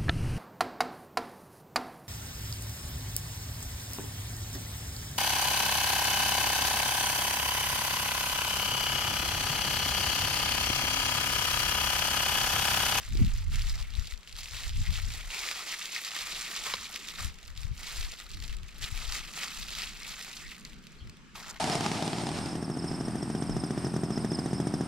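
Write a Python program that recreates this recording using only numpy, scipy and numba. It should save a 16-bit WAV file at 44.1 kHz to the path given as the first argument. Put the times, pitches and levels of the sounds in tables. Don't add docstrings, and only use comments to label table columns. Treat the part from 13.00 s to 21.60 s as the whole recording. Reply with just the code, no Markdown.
import sys
import numpy as np
from scipy import signal
from scipy.fft import rfft, irfft, next_fast_len
from scipy.io import wavfile
from scipy.ndimage import uniform_filter1d
from numba import njit

SR = 44100
rng = np.random.default_rng(int(sys.argv[2]) if len(sys.argv) > 2 else 0)


def dump(signal):
    limited = np.clip(np.atleast_2d(signal).T, -1, 1)
    pcm = np.round(limited * 32767).astype(np.int16)
    wavfile.write(sys.argv[1], SR, pcm)


N = 379215

# pitch_hz, left_lead_rad
PORT_PHASE = [(0, 0), (4570, -.6), (6630, -1.7), (8270, .1), (10900, -.5), (14000, 0), (15400, 1.5)]
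# pitch_hz, left_minus_right_db
PORT_BALANCE = [(60, 1), (300, -.5), (1300, 0), (2400, 1), (4400, .3), (8100, -2.5), (15000, -3)]
EDGE_HZ = 15700

# pitch_hz, relative_db
HUM_SPECTRUM = [(53, -43), (90, -17), (180, 0), (300, -15.5), (467, -11.5), (706, -18), (1290, -9.5),
                (3080, -12.5), (5000, -17.5), (7490, -23), (10000, -32.5), (14700, -44), (16000, -57)]
# pitch_hz, likeness (0 to 1)
HUM_LIKENESS = [(60, 0.85), (240, 0.67), (950, 0.52), (3770, 0.4), (15000, 0.12)]
HUM_DB = -59

# time_s, level_db, throb_db (against that level)
BREEZE = [(0, -47.5, -21), (.9, -43, -22), (1.25, -57, -12), (2.2, -50, -15), (2.4, -57, -21),
          (2.8, -67, -20), (3.17, -74, -13), (3.23, -56, -6), (3.55, -68, -22), (3.74, -61, 1),
          (4.0, -60.5, -18), (4.3, -52.5, -18), (4.6, -46.5, -5), (5.15, -57.5, -21), (5.35, -42.5, -8.5),
          (5.75, -52, -17), (6.2, -48.5, -18), (6.4, -60.5, -25), (6.9, -51.5, -19), (7.4, -62, -11),
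          (8.15, -64, -7), (8.6, -58, -7)]
BREEZE_PAN_DB = 2.5
# peak_s, level_db, half_width_s (power falls to 1/e), left_minus_right_db, throb_db (against the gust)
GUSTS = [(.13, -44, 0.015, -3, 5), (.21, -24, 0.054, 4.5, -2), (.35, -29.5, 0.056, -0.5, -9.5),
         (.53, -31.5, 0.075, -3, -1), (.67, -31.5, 0.099, 1, -7), (.98, -37, 0.06, 12, -9),
         (1.15, -54, 0.037, 18, -18), (1.4, -45, 0.065, 6, -8.5), (1.55, -41, 0.024, 15, -1.5),
         (1.7, -33.5, 0.047, 8, -9.5), (1.797, -30, 0.031, 6, 0), (1.9, -31.5, 0.02, 11, 0),
         (2.03, -35.5, 0.086, 8, -3), (2.13, -47, 0.022, 10, -13), (2.27, -37.5, 0.023, 2, -14),
         (3.24, -63, 0.036, 0, -5), (3.38, -60, .04, 0, -13), (3.62, -54, 0.029, -1, -29),
         (3.88, -65, .05, -6, -17), (4.25, -37.5, 0.034, 5, -7.5), (4.64, -40, 0.047, 16, -7),
         (4.72, -44.5, 0.02, 4, 3.5), (4.81, -51, 0.023, 14, -28), (4.91, -53, 0.025, 0, -29),
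         (5.0, -38.5, 0.054, 5.5, -15), (5.1, -44, 0.017, 5, -16), (5.39, -44, 0.047, 18, -2),
         (5.46, -48, .04, 11, 0), (5.53, -32.5, 0.039, 23, -25), (5.63, -44.5, 0.04, 16, -2),
         (5.84, -47, 0.02, 15, 3), (5.93, -52, 0.0092, 24, 10.5), (5.98, -45, .025, 7, -22),
         (6.08, -37, 0.061, 21, -11.5), (6.66, -45, 0.058, 10, -11), (6.8, -53, 0.067, 7, -11),
         (7.47, -50, 0.037, -5, -23), (7.71, -53, 0.066, 1, -16), (7.95, -50, 0.028, 4, -20),
         (8.05, -52.5, 0.036, -4, 6.5)]
# pitch_hz, relative_db
BUFFET_SPECTRUM = [(12, -11), (25, 5.5), (45, -0.5), (62, -7), (90, -37), (200, -70)]
# pitch_hz, relative_db
THROB_SPECTRUM = [(35, -25), (60, 2.5), (85, 1), (125, -7.5), (180, -19.5), (400, -103)]
# pitch_hz, relative_db
FLUTTER_SPECTRUM = [(70, -70), (130, -0.5), (210, 1.5), (290, -9.5), (380, -19), (550, -29), (1000, -60)]
# time_s, level_db
FLUTTER_LEVEL = [(0.0, -66), (0.04, -82), (0.12, -48), (0.21, -32.5), (.29, -50), (0.38, -70), (0.53, -56),
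                 (0.88, -70), (0.98, -50.5), (1.03, -67), (1.12, -73), (1.7, -68), (1.8, -52), (1.84, -68),
                 (1.92, -51), (2.03, -84), (2.08, -52), (2.13, -67), (2.94, -76.5), (3.97, -59.5),
                 (4.04, -66), (4.24, -56), (4.5, -78), (4.72, -55), (4.76, -63.5), (5.31, -68),
                 (5.36, -52.5), (5.53, -61.5), (6.78, -59), (7.02, -60.5), (7.5, -59.5), (7.7, -55),
                 (7.79, -55), (7.84, -55), (7.92, -58), (8.05, -57.5), (8.2, -58), (8.6, -58.5)]
FLUTTER_LIKENESS = 0.61
# time_s, level_db
UPPER_RUMBLE_LEVEL = [(0, -85), (3.6, -83), (3.96, -65.5), (4.5, -76.5), (5.4, -70), (6.2, -70), (7.3, -74),
                      (7.65, -65), (7.85, -69.5), (8.0, -68), (8.6, -73)]
UPPER_HZ, UPPER_WANDER_HZ, UPPER_WIDTH_HZ = 343, 45, 140
# centre_s, peak_db, half_length_s
POPS = [(0.694, -26, 0.034), (0.987, -19, 0.021), (1.137, -27, 0.029), (4.257, -34, 0.021),
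        (4.653, -23.5, 0.017), (4.718, -21.5, 0.016), (5.006, -29.5, 0.018), (6.085, -20.5, 0.034),
        (8.023, -37, 0.019), (8.068, -48, 0.014)]
# centre_s, peak_db, pitch_hz
KICKS = [(.116, -38, 170), (.154, -31.5, 300), (.198, -40, 328), (.207, -25, 237), (.219, -15, 173),
         (0.247, -21, 160), (.272, -31, 194)]
KICK_WIDTH_CYCLES, KICK_LAG_RAD = 0.47, 1.6

# pitch_hz, level_db (against KNOCK_DB), t60_s
BOWL_MODES = [(150, -14, .05), (510, -3, 0.018), (1050, 1, 0.021), (1360, -3, 0.018), (3220, 1, .012),
              (3890, 4, 0.013), (4860, 1, 0.01)]
KNOCK_S, KNOCK_DB, KNOCK_RISE_CYCLES = 3.7382, -24, 0.98
SLAP_DB, SLAP_HZ, SLAP_T60_S = -23, 3380, 0.011

# start_s, length_s, level_db (at the start)
SCRAPES = [(8.353, 0.104, -51.5), (8.457, .13, -53)]
SCRAPE_HZ, SCRAPE_WIDTH_HZ, SCRAPE_FADE_DB = 900, 820, -4.5
# start_s, length_s, pitch_hz, level_db
SQUEAKS = [(7.434, 0.08, 1950, -50.5), (7.982, 0.055, 4330, -62), (8.0, 0.065, 3150, -57.5),
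           (8.068, .016, 5100, -62)]
SQUEAK_WIDTH_HZ, SQUEAK_PEAK = 300, .2

# pitch_hz, relative_db
FILM_SPECTRUM = [(150, -60), (300, -3), (500, -10.5), (720, -10), (950, -9.5), (1100, -8), (1580, -4.5),
                 (1910, 1.5), (2670, 1.5), (4730, 2), (6820, -2.5), (7570, -1.5), (8260, -7.5),
                 (11000, -10.5), (14700, -14.5), (16000, -9)]
# pitch_hz, likeness (0 to 1)
FILM_LIKENESS = [(200, .75), (600, .92), (1600, .92), (3100, .86), (5000, .76), (7000, .62), (15000, .42)]
SNAP_T60_S, SNAP_SWELL_S = .009, .0017
SECOND_FLIP_S, SECOND_FLIP_DB = (0.0017, 0.00632), (-13, -3)
RING_WIDTH_HZ, RING_DB = 190, 1.5

# time_s, rustle_db
HANDS = [(0, -50), (.4, -55), (.485, -57.5), (.53, -53.5), (.88, -56), (1.19, -66), (1.3, -57),
         (1.36, -55.5), (1.72, -53.5), (2.27, -50), (2.5, -41.5), (2.78, -42.5), (3.6, -45), (4.15, -48.5),
         (4.33, -63), (4.73, -62), (4.78, -50), (4.83, -48), (4.875, -43.5), (5.05, -47), (5.2, -53),
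         (5.6, -63.5), (5.8, -54), (5.9, -48.5), (6.25, -49), (6.48, -45), (6.57, -43), (6.66, -47),
         (6.8, -43), (6.92, -48), (7.45, -51), (7.65, -61), (8.05, -70), (8.33, -83), (8.6, -65)]
# start_s, rustle_db, length_s
GRIPS = [(0, -44.5, 0.018), (0.132, -47, 0.13), (0.271, -53, 0.14), (0.499, -45.5, 0.31),
         (0.941, -48, 0.19), (1.363, -44.5, 0.049), (1.412, -46.5, 0.2), (1.515, -44, 0.17),
         (1.751, -49, 0.23), (1.901, -45, 0.18), (2.088, -44, 0.12), (2.294, -39, 0.2),
         (2.475, -40.5, 0.052), (2.815, -42, 0.036), (2.897, -39.5, 0.064), (3.115, -40.5, 0.11),
         (3.237, -43.5, 0.32), (3.38, -40, 0.043), (3.48, -42, 0.058), (3.538, -37, 0.033),
         (3.632, -37, 0.093), (3.712, -49.5, 0.15), (3.91, -46, 0.057), (4.062, -45, 0.036),
         (4.168, -39, 0.096), (4.382, -54.5, 0.083), (4.55, -50.5, 0.1), (4.844, -45, 0.034),
         (4.887, -46, 0.044), (4.94, -43.5, 0.098), (5.156, -52, 0.074), (5.29, -50.5, 0.059),
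         (5.396, -50.5, 0.14), (5.8, -37.5, 0.058), (5.925, -43, 0.19), (6.116, -37.5, 0.062),
         (6.34, -41.5, 0.064), (6.402, -37, 0.056), (6.67, -53, 0.035), (6.757, -41, 0.082),
         (7.037, -44, 0.098), (7.152, -48.5, 0.17), (7.388, -52.5, 0.074), (7.636, -54.5, 0.059),
         (8.339, -47, 0.1), (8.454, -45, 0.038), (8.506, -53.5, .07)]
GRIP_RISE_S, GRIP_SAG_DB, GRIP_RELEASE_DB_PER_S = .03, -4.5, 256
SNAPS_PER_S, SIZE_SPREAD_DB = 1900, 2.6
# start_s, level_db (nominal peak), pitch_hz, left_minus_right_db
BURSTS = [(0.0393, -44, 4180, 0.0), (0.096, -40, 3920, 0.0), (0.1225, -32, 2990, -1.0),
          (0.1526, -34, 4570, -2), (0.1715, -28, 4880, -3), (0.2468, -30, 2610, -3),
          (0.2783, -38, 2630, 0.0), (0.3142, -44, 2560, 0.5), (0.422, -37.5, 2550, 0.5),
          (0.5194, -34, 3790, -0.5), (0.546, -28, 2610, -2), (0.5561, -25.5, 3180, 0.0),
          (0.5927, -28.5, 2630, 0.0), (0.6192, -25.5, 5230, -3), (0.6767, -35, 3100, -0.5),
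          (0.739, -41, 2000, -1.5), (0.754, -31, 5280, -2), (0.825, -29.5, 4260, 0.5),
          (0.9033, -36.5, 4360, 0.5), (0.9512, -28.5, 4070, -1), (0.995, -30, 4840, 0.0),
          (1.0706, -27.5, 4300, 1.5), (1.109, -30, 2530, -2), (1.1214, -30, 1950, 1.0),
          (1.1364, -32.5, 2640, 1.0), (1.1747, -37, 5270, -0.5), (1.2077, -46, 5060, 0.5),
          (1.2301, -39, 3770, 0.5), (1.274, -32, 2770, -1), (1.293, -35, 3100, 1.0), (1.3252, -32, 4150, 3),
          (1.364, -29.5, 4500, -0.5), (1.373, -36, 2540, -0.5), (1.3859, -27, 4260, 1),
          (1.391, -32, 4240, 0.5), (1.4313, -30, 2710, 1.5), (1.4568, -27, 2600, 0), (1.4835, -31, 2590, 3),
          (1.519, -33, 4580, 4), (1.5655, -32, 3090, 0.0), (1.6337, -27, 3000, 0.0), (1.6928, -26, 3060, 0),
          (1.7404, -38, 2650, 0.0), (1.7699, -33, 5250, -1), (1.815, -36, 3040, 0.0),
          (1.862, -30.5, 3320, -2), (1.904, -29, 2100, 0.0), (1.9395, -24.5, 3090, 2),
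          (1.9744, -29, 3420, 0.5), (1.9986, -28, 2660, 0.5), (2.0467, -30.5, 3350, 0.0),
          (2.1026, -28, 2340, 0.0), (2.137, -29, 4560, 0.0), (2.208, -35, 2210, -0.5),
          (2.303, -26, 2680, 1), (2.3446, -21.5, 2500, -0.5), (2.43, -33, 2310, -5),
          (2.4514, -30, 2940, 0.5), (2.4818, -26, 3850, 3), (2.487, -19.5, 2510, 1.0),
          (2.512, -18.5, 1730, 1), (2.7232, -24.5, 3710, 0.5), (2.8174, -38, 4370, -0.5),
          (2.8554, -22.5, 4430, 0.5), (3.016, -30, 2690, -0.5), (3.0473, -22.5, 4860, 0.0),
          (3.1162, -26, 1950, -0.5), (3.151, -34, 4190, 0.5), (3.164, -21, 1820, -3),
          (3.1877, -24, 4720, -0.5), (3.208, -27, 2610, 0.5), (3.269, -26, 2030, 0.0),
          (3.321, -26, 2730, 0.0), (3.3598, -32, 2620, 0.5), (3.562, -21.5, 3750, 2),
          (3.6401, -32, 3060, 0.0), (3.6994, -26, 1830, -4), (3.768, -30, 1250, 0.0),
          (3.8791, -39, 4350, -3), (3.918, -33, 3250, -1.0), (3.9553, -27, 2000, 1),
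          (3.959, -20.5, 3700, -2), (3.973, -31, 2970, -2.0), (4.027, -39, 2480, -2.0),
          (4.071, -36, 5650, -2.0), (4.082, -31, 2100, -3.0), (4.0858, -24.5, 3600, -5),
          (4.158, -35, 4330, -3.0), (4.192, -35, 3880, -11), (4.2454, -28, 5830, -7),
          (4.341, -39, 5190, 0.0), (4.3859, -37.5, 2350, -1), (4.4119, -44, 3990, 0.5),
          (4.4285, -39, 3770, 0.5), (4.4588, -38, 3500, 0.0), (4.4777, -36, 4930, 0.5),
          (4.5022, -42, 4190, 1.5), (4.5511, -42, 2780, 0.0), (4.562, -39, 2810, 0.0),
          (4.5748, -29.5, 4240, 2), (4.6312, -31, 2440, -1), (4.6658, -39, 1990, 1.0),
          (4.7644, -41, 2990, 0.5), (4.7775, -33, 4550, 0.5), (4.8309, -35, 4280, 0.0),
          (4.8683, -27, 4200, -0.5), (4.969, -30, 2560, -3), (5.0082, -26, 3760, -7),
          (5.119, -28.5, 4360, 2), (5.1706, -39, 3160, 0.0), (5.1924, -34, 3930, 1.0),
          (5.1998, -29.5, 1840, 0.5), (5.2103, -34, 1940, 0.0), (5.296, -41, 5290, 0.5),
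          (5.3143, -33.5, 3910, 2), (5.3445, -33.5, 2910, 0.0), (5.4005, -32, 4800, -0.5),
          (5.4227, -29, 2650, 1.0), (5.4374, -30, 5030, 0.5), (5.4504, -38, 1890, 0.0),
          (5.4787, -32, 4540, 1.0), (5.5126, -41, 2020, -0.5), (5.5263, -34, 2720, 0.5),
          (5.5665, -35.5, 7340, -1.5), (5.5852, -41, 3950, -2), (5.6308, -38, 3210, -5),
          (5.682, -42, 4870, 6), (5.7593, -41, 3160, 1.0), (5.8237, -29, 3220, 0.0),
          (5.8404, -23.5, 3800, -0.5), (5.9748, -28, 3070, 0.5), (6.0036, -36, 2720, -4),
          (6.122, -20, 4010, 0), (6.1526, -22, 1960, 0.0), (6.3091, -42, 4160, 1.0),
          (6.3364, -30, 2370, -3), (6.3543, -34, 2400, 0.5), (6.4018, -28, 2020, 0.0),
          (6.4328, -23.5, 2020, -3), (6.48, -27, 2980, 2), (6.532, -35, 4040, 0.0),
          (6.5717, -29, 2330, 0.0), (6.641, -35, 4130, 0.0), (6.6828, -28, 2290, 0.0),
          (6.7042, -29, 4990, 0.0), (6.7505, -33, 2400, -4), (6.7854, -27, 5200, 0.0),
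          (6.8187, -21, 5040, 4), (6.8322, -28, 2510, 0.5), (7.0312, -29, 4300, 3),
          (7.0653, -35, 2460, 0.0), (7.1314, -42, 3990, 0.0), (7.1915, -33, 4970, -0.5),
          (7.2105, -29, 3070, 0.0), (7.2462, -30, 2520, -2), (7.3203, -43, 4830, 0.0),
          (7.3921, -41, 3690, 1.5), (7.5243, -47, 3270, 0.0), (7.5465, -43, 3310, 0.0),
          (7.5643, -37, 2420, 1.0), (7.6493, -27.5, 4360, 1), (7.7308, -38, 2110, 1.0),
          (7.8386, -44, 2820, -0.5), (7.868, -34, 2470, -3), (8.0725, -41, 2480, 2.0),
          (8.095, -35.5, 2620, 1), (8.169, -44, 2730, -1), (8.354, -33, 2560, 0.5), (8.4694, -33, 3420, 3),
          (8.563, -41, 3100, 0)]
BURST_ENERGY_DB = 9.5

# time_s, resonance_hz, boost_db, octave_boost_db
HOLLOW = [(0, 1320, -4, -16), (1, 1300, 0.5, -14), (1.8, 1310, -11, -9), (2.3, 1240, 1, -2.5),
          (2.9, 1280, -1, -10), (3.15, 1240, 4.5, -6), (3.8, 1180, 4, -10), (4.2, 1270, 5.5, -14),
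          (5, 1297, -1, -15.5), (6.5, 1277, 5.5, -5), (7.5, 1300, -5, -5.5), (8.3, 1260, 7.5, -8),
          (8.6, 1280, 14, -8)]
HOLLOW_WIDTH_HZ, OCTAVE_RATIO, OCTAVE_WIDTH_HZ = 208.0, 1.994, 143
# multiple of the resonance, width_hz, mid_boost_db
OVERTONES = [(1.55, 109, -20), (3.03, 118, -21)]
OVERTONE_WAVER_DB = 3.5


def gain_of(db):
    return 10 ** (np.asarray(db) / 20)


def evened(x):
    return x / np.sqrt(np.mean(np.square(x)) + 1e-20)


def read(points, hz):
    f, value = np.transpose(points)
    return np.interp(np.log(hz + 1), np.log(f + 1), value)


def curves(rows):
    s, *columns = np.transpose(rows)
    return [np.interp(np.arange(N) / SR, s, c) for c in columns]


def slow(cutoff_hz, count=2):
    b, a = signal.butter(2, cutoff_hz, fs=SR / 32)
    x = signal.lfilter(b, a, rng.standard_normal((count, N // 32 + 1)))
    return evened([np.interp(np.arange(N) / 32, np.arange(len(row)), row) for row in x])


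def coloured(points):
    size = next_fast_len(N)
    spectrum = gain_of(read(points, np.fft.rfftfreq(size, 1 / SR)))
    z = rfft(rng.standard_normal((2, size))) * spectrum
    return evened(irfft(z, size)[:, :N])


def resonate(x, hz, width):
    turn = np.exp(2j * np.pi * np.cumsum(hz) / SR)
    r = np.exp(-np.pi * width / SR)
    return 2 * (turn * signal.lfilter([1 - r], [1, -r], x / turn)).real


def resonate_twice(x, hz, width):
    return resonate(resonate(x, hz, width), hz, width)


def at_ports(a, b, hz, likeness):
    same = np.clip(read(likeness, hz), -1, 1)
    half = gain_of(read(PORT_BALANCE, hz) / 2) * np.exp(.5j * read(PORT_PHASE, hz))
    return np.array([a * half, (same * a + np.sqrt(1 - same ** 2) * b) / half])


def shared(pan_db):
    side = gain_of(np.array([[1], [-1]]) * pan_db)
    return 4 * side / side.sum()


def hum():
    frames, hz = N // 256 + 5, np.fft.rfftfreq(1024, 1 / SR)
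    a, b, c, d, patches = rng.standard_normal((frames, 513, 5)).T
    patches = evened(uniform_filter1d(uniform_filter1d(patches, 6, 0), 14, 1))
    z = at_ports((a + 1j * b).T, (c + 1j * d).T, hz, HUM_LIKENESS).swapaxes(1, 2)
    z *= gain_of(read(HUM_SPECTRUM, hz)[:, None] + 1.8 * patches)
    noise = signal.istft(z, nperseg=1024, noverlap=768)[1][:, :N]
    return gain_of(HUM_DB) * evened(noise)


def gusts():
    t = np.arange(N) / SR
    breeze_db, breeze_throb_db = curves(BREEZE)
    push = gain_of(breeze_db) ** 2 * shared(BREEZE_PAN_DB)
    throb = push * gain_of(breeze_throb_db) ** 2
    for s, db, width, pan_db, throb_db in GUSTS:
        at = slice(max(round((s - 4 * width) * SR), 0), round((s + 4 * width) * SR))
        power = gain_of(db) ** 2 * np.exp(-((t[at] - s) / width) ** 2) * shared(pan_db)
        push[:, at] += power
        throb[:, at] += power * gain_of(throb_db) ** 2
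    lumps = evened(gain_of(1.84 * slow(7.9)))
    flutter = gain_of(curves(FLUTTER_LEVEL)[0]) * (2 * push / push.sum(0)) ** 0.14
    left, other = coloured(FLUTTER_SPECTRUM)
    right = FLUTTER_LIKENESS * left + np.sqrt(1 - FLUTTER_LIKENESS ** 2) * other
    flutter = flutter * [left, right]
    buffet = np.sqrt(push) * coloured(BUFFET_SPECTRUM)
    return lumps * (buffet + np.sqrt(throb) * coloured(THROB_SPECTRUM) + flutter)


def upper_rumble():
    wander, swell = slow(7.1)
    hz = UPPER_HZ + UPPER_WANDER_HZ * wander
    band = resonate_twice(rng.standard_normal(N), hz, UPPER_WIDTH_HZ)
    return gain_of(curves(UPPER_RUMBLE_LEVEL)[0] + 1.6 * swell) * evened(band)


def pops():
    out, t = np.zeros((2, N)), np.arange(N) / SR
    for s, db, half_length in POPS:
        at = slice(round((s - half_length) * SR), round((s + half_length) * SR))
        u = (t[at] - s) / (half_length / 6)
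        out[0, at] -= gain_of(db) * u * np.exp(.5 - .5 * u ** 2)
    return out


def kicks():
    out, u = np.zeros((2, N)), np.arange(-600, 600) / SR
    for s, db, hz in KICKS:
        wave = np.cos(2 * np.pi * hz * u - np.array([[0], [KICK_LAG_RAD]]))
        envelope = np.exp(-.5 * (u * hz / KICK_WIDTH_CYCLES) ** 2)
        out[:, round(s * SR) - 600:][:, :1200] += gain_of(db) * envelope * wave
    return out


def snap(centre_hz, t60, octaves, skirt_db, tick_db, second_db):
    t, hz = np.arange(-128, 896) / SR, np.fft.rfftfreq(1024, 1 / SR)
    after = np.maximum(t - SNAP_SWELL_S, 0)
    tick = gain_of(tick_db - 60 * after / 0.0024)
    body = gain_of(-60 * after / max(t60, .003))
    tail = gain_of(-26 - 60 * after / 0.08)
    scatter = (tick + body + tail) * np.clip(t / SNAP_SWELL_S, 0, 1) ** 2
    later = round(rng.uniform(*SECOND_FLIP_S) * SR)
    second = np.pad(scatter, (later, 0))[:1024]
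    scatter = scatter + gain_of(second_db + rng.uniform(*SECOND_FLIP_DB)) * second
    a, b = rfft(rng.standard_normal((2, 1024)) * scatter)
    above = np.log2((hz + 1) / centre_hz)
    skirt = gain_of(skirt_db + 3.3 * np.minimum(above, 0) - 0.43 * np.maximum(above, 0))
    ring_hz = centre_hz * rng.uniform(0.952, 1.087)
    ring = gain_of(RING_DB) / (1 + 2j * (hz - ring_hz) / RING_WIDTH_HZ)
    colour = np.exp(-.5 * (above / octaves) ** 2) + skirt + ring
    return irfft(at_ports(a, b, hz, FILM_LIKENESS) * colour * gain_of(read(FILM_SPECTRUM, hz)))


def knock():
    out, t, at = np.zeros((2, N)), np.arange(3000) / SR, round(KNOCK_S * SR)
    ring = np.zeros(3000)
    for hz, db, t60 in BOWL_MODES:
        rise = np.minimum(hz * t / KNOCK_RISE_CYCLES, 1)
        ring += gain_of(db - 60 * t / t60) * rise * np.sin(2 * np.pi * hz * t)
    slap = snap(SLAP_HZ, SLAP_T60_S, octaves=0.77, skirt_db=-4.0, tick_db=-2.0, second_db=3.0)
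    out[:, at:at + 3000] = gain_of(KNOCK_DB) * ring
    out[:, at - 128:at + 896] += gain_of(SLAP_DB) * slap / abs(slap.mean(0)).max()
    return out


def scrapes():
    out = np.zeros(N)
    for s, length, db in SCRAPES:
        u = np.arange(round(length * SR)) / (length * SR)
        grit = rng.standard_normal(len(u)) ** 3
        rub = resonate_twice(grit, np.full(len(u), SCRAPE_HZ), SCRAPE_WIDTH_HZ)
        closing = np.minimum(10 - 10 * u, 1)
        out[round(s * SR):][:len(u)] += gain_of(db + SCRAPE_FADE_DB * u) * closing * evened(rub)
    return out


def squeaks():
    out = np.zeros(N)
    for s, length, hz, db in SQUEAKS:
        pitch = np.full(round(length * SR), hz)
        u = np.linspace(0, 1, len(pitch)) / SQUEAK_PEAK
        tone = resonate_twice(rng.standard_normal(len(pitch)) ** 3, pitch, SQUEAK_WIDTH_HZ)
        out[round(s * SR):][:len(pitch)] += gain_of(db) * evened(tone) * u * np.exp(1 - u)
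    return out


def handling():
    t, power = np.arange(N) / SR, gain_of(curves(HANDS)[0]) ** 2
    for s, db, length in GRIPS:
        at = slice(round(s * SR), round((s + length + .3) * SR))
        u = t[at] - s
        fall_db = GRIP_SAG_DB * u / length - GRIP_RELEASE_DB_PER_S * np.maximum(u - length, 0)
        power[at] += (np.clip(u / GRIP_RISE_S, 0, 1) * gain_of(db + fall_db)) ** 2
    return 10 * np.log10(power)


@njit
def add(out, starts, sizes, kinds, sounds):
    for e in range(len(starts)):
        for c in range(2):
            out[c, starts[e]:starts[e] + 1024] += sizes[e] * sounds[kinds[e], c]


def rustle(count=96):
    level_db = handling()
    per_s = np.clip(SNAPS_PER_S * gain_of(1.2 * (level_db + 47)), 700, 12000)
    clumps = gain_of(1.5 * slow(110, count=1)[0])
    when, how_big, which, sign = rng.random((N, 4)).T
    at = np.flatnonzero(when < per_s * clumps / clumps.mean() / SR)
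    size = gain_of(SIZE_SPREAD_DB * np.minimum(-np.log(how_big[at] + 1e-9), 4.2))
    size *= np.sign(sign[at] - .5) / np.sqrt(np.mean(size ** 2))
    size *= gain_of(level_db[at]) * np.sqrt(SR / per_s[at])
    crease, pitch_hz = (which[at] * count).astype(int), np.geomspace(500, 14000, count)
    size *= gain_of(3.2 * slow(11., count=12)[crease * 12 // count, at])
    t60 = .011 * (pitch_hz / 3500) ** -.35 * rng.uniform(0.66, 2.95, count)
    sounds = np.array([snap(hz, d, octaves=0.42, skirt_db=-4.5, tick_db=2.0, second_db=-1.6)
                       for hz, d in zip(pitch_hz, t60)])
    mean_energy = (sounds.mean(1) ** 2).sum(1).mean()
    out = np.zeros((2, N + 1024))
    add(out, at, size, crease, sounds / np.sqrt(mean_energy))
    return out[:, 128:N + 128]


def bursts():
    out = np.zeros((2, N + 1024))
    for s, db, hz, pan_db in BURSTS:
        sound = snap(hz, SNAP_T60_S, octaves=0.7, skirt_db=1.5, tick_db=-1, second_db=-7)
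        at = round(s * SR)
        gain = gain_of(db + np.array([[.5], [-.5]]) * pan_db + BURST_ENERGY_DB)
        out[:, at:at + 1024] += gain * sound / np.linalg.norm(sound.mean(0))
    return out[:, 128:N + 128]


def hollow(x):
    hz, low_db, octave_db = curves(HOLLOW)
    waver = gain_of(OVERTONE_WAVER_DB * slow(4., count=len(OVERTONES)))
    low = gain_of(low_db) * resonate(x, hz, HOLLOW_WIDTH_HZ)
    upper = gain_of(octave_db) * resonate(x, OCTAVE_RATIO * hz, OCTAVE_WIDTH_HZ)
    for (multiple, width, db), w in zip(OVERTONES, waver):
        upper = upper + gain_of(db) * w * resonate(x, multiple * hz, width)
    return x + low + upper


def scene():
    air = gusts() + upper_rumble() + pops() + kicks()
    fruit = knock() + scrapes() + squeaks()
    glove = hollow(rustle() + bursts())
    return hum() + air + fruit + glove


def record(dry):
    low_pass = signal.firwin(511, EDGE_HZ, window=("kaiser", 9), fs=SR)
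    return signal.oaconvolve(dry, low_pass[None], "same")


dry = scene()
out = record(dry)
dump(out)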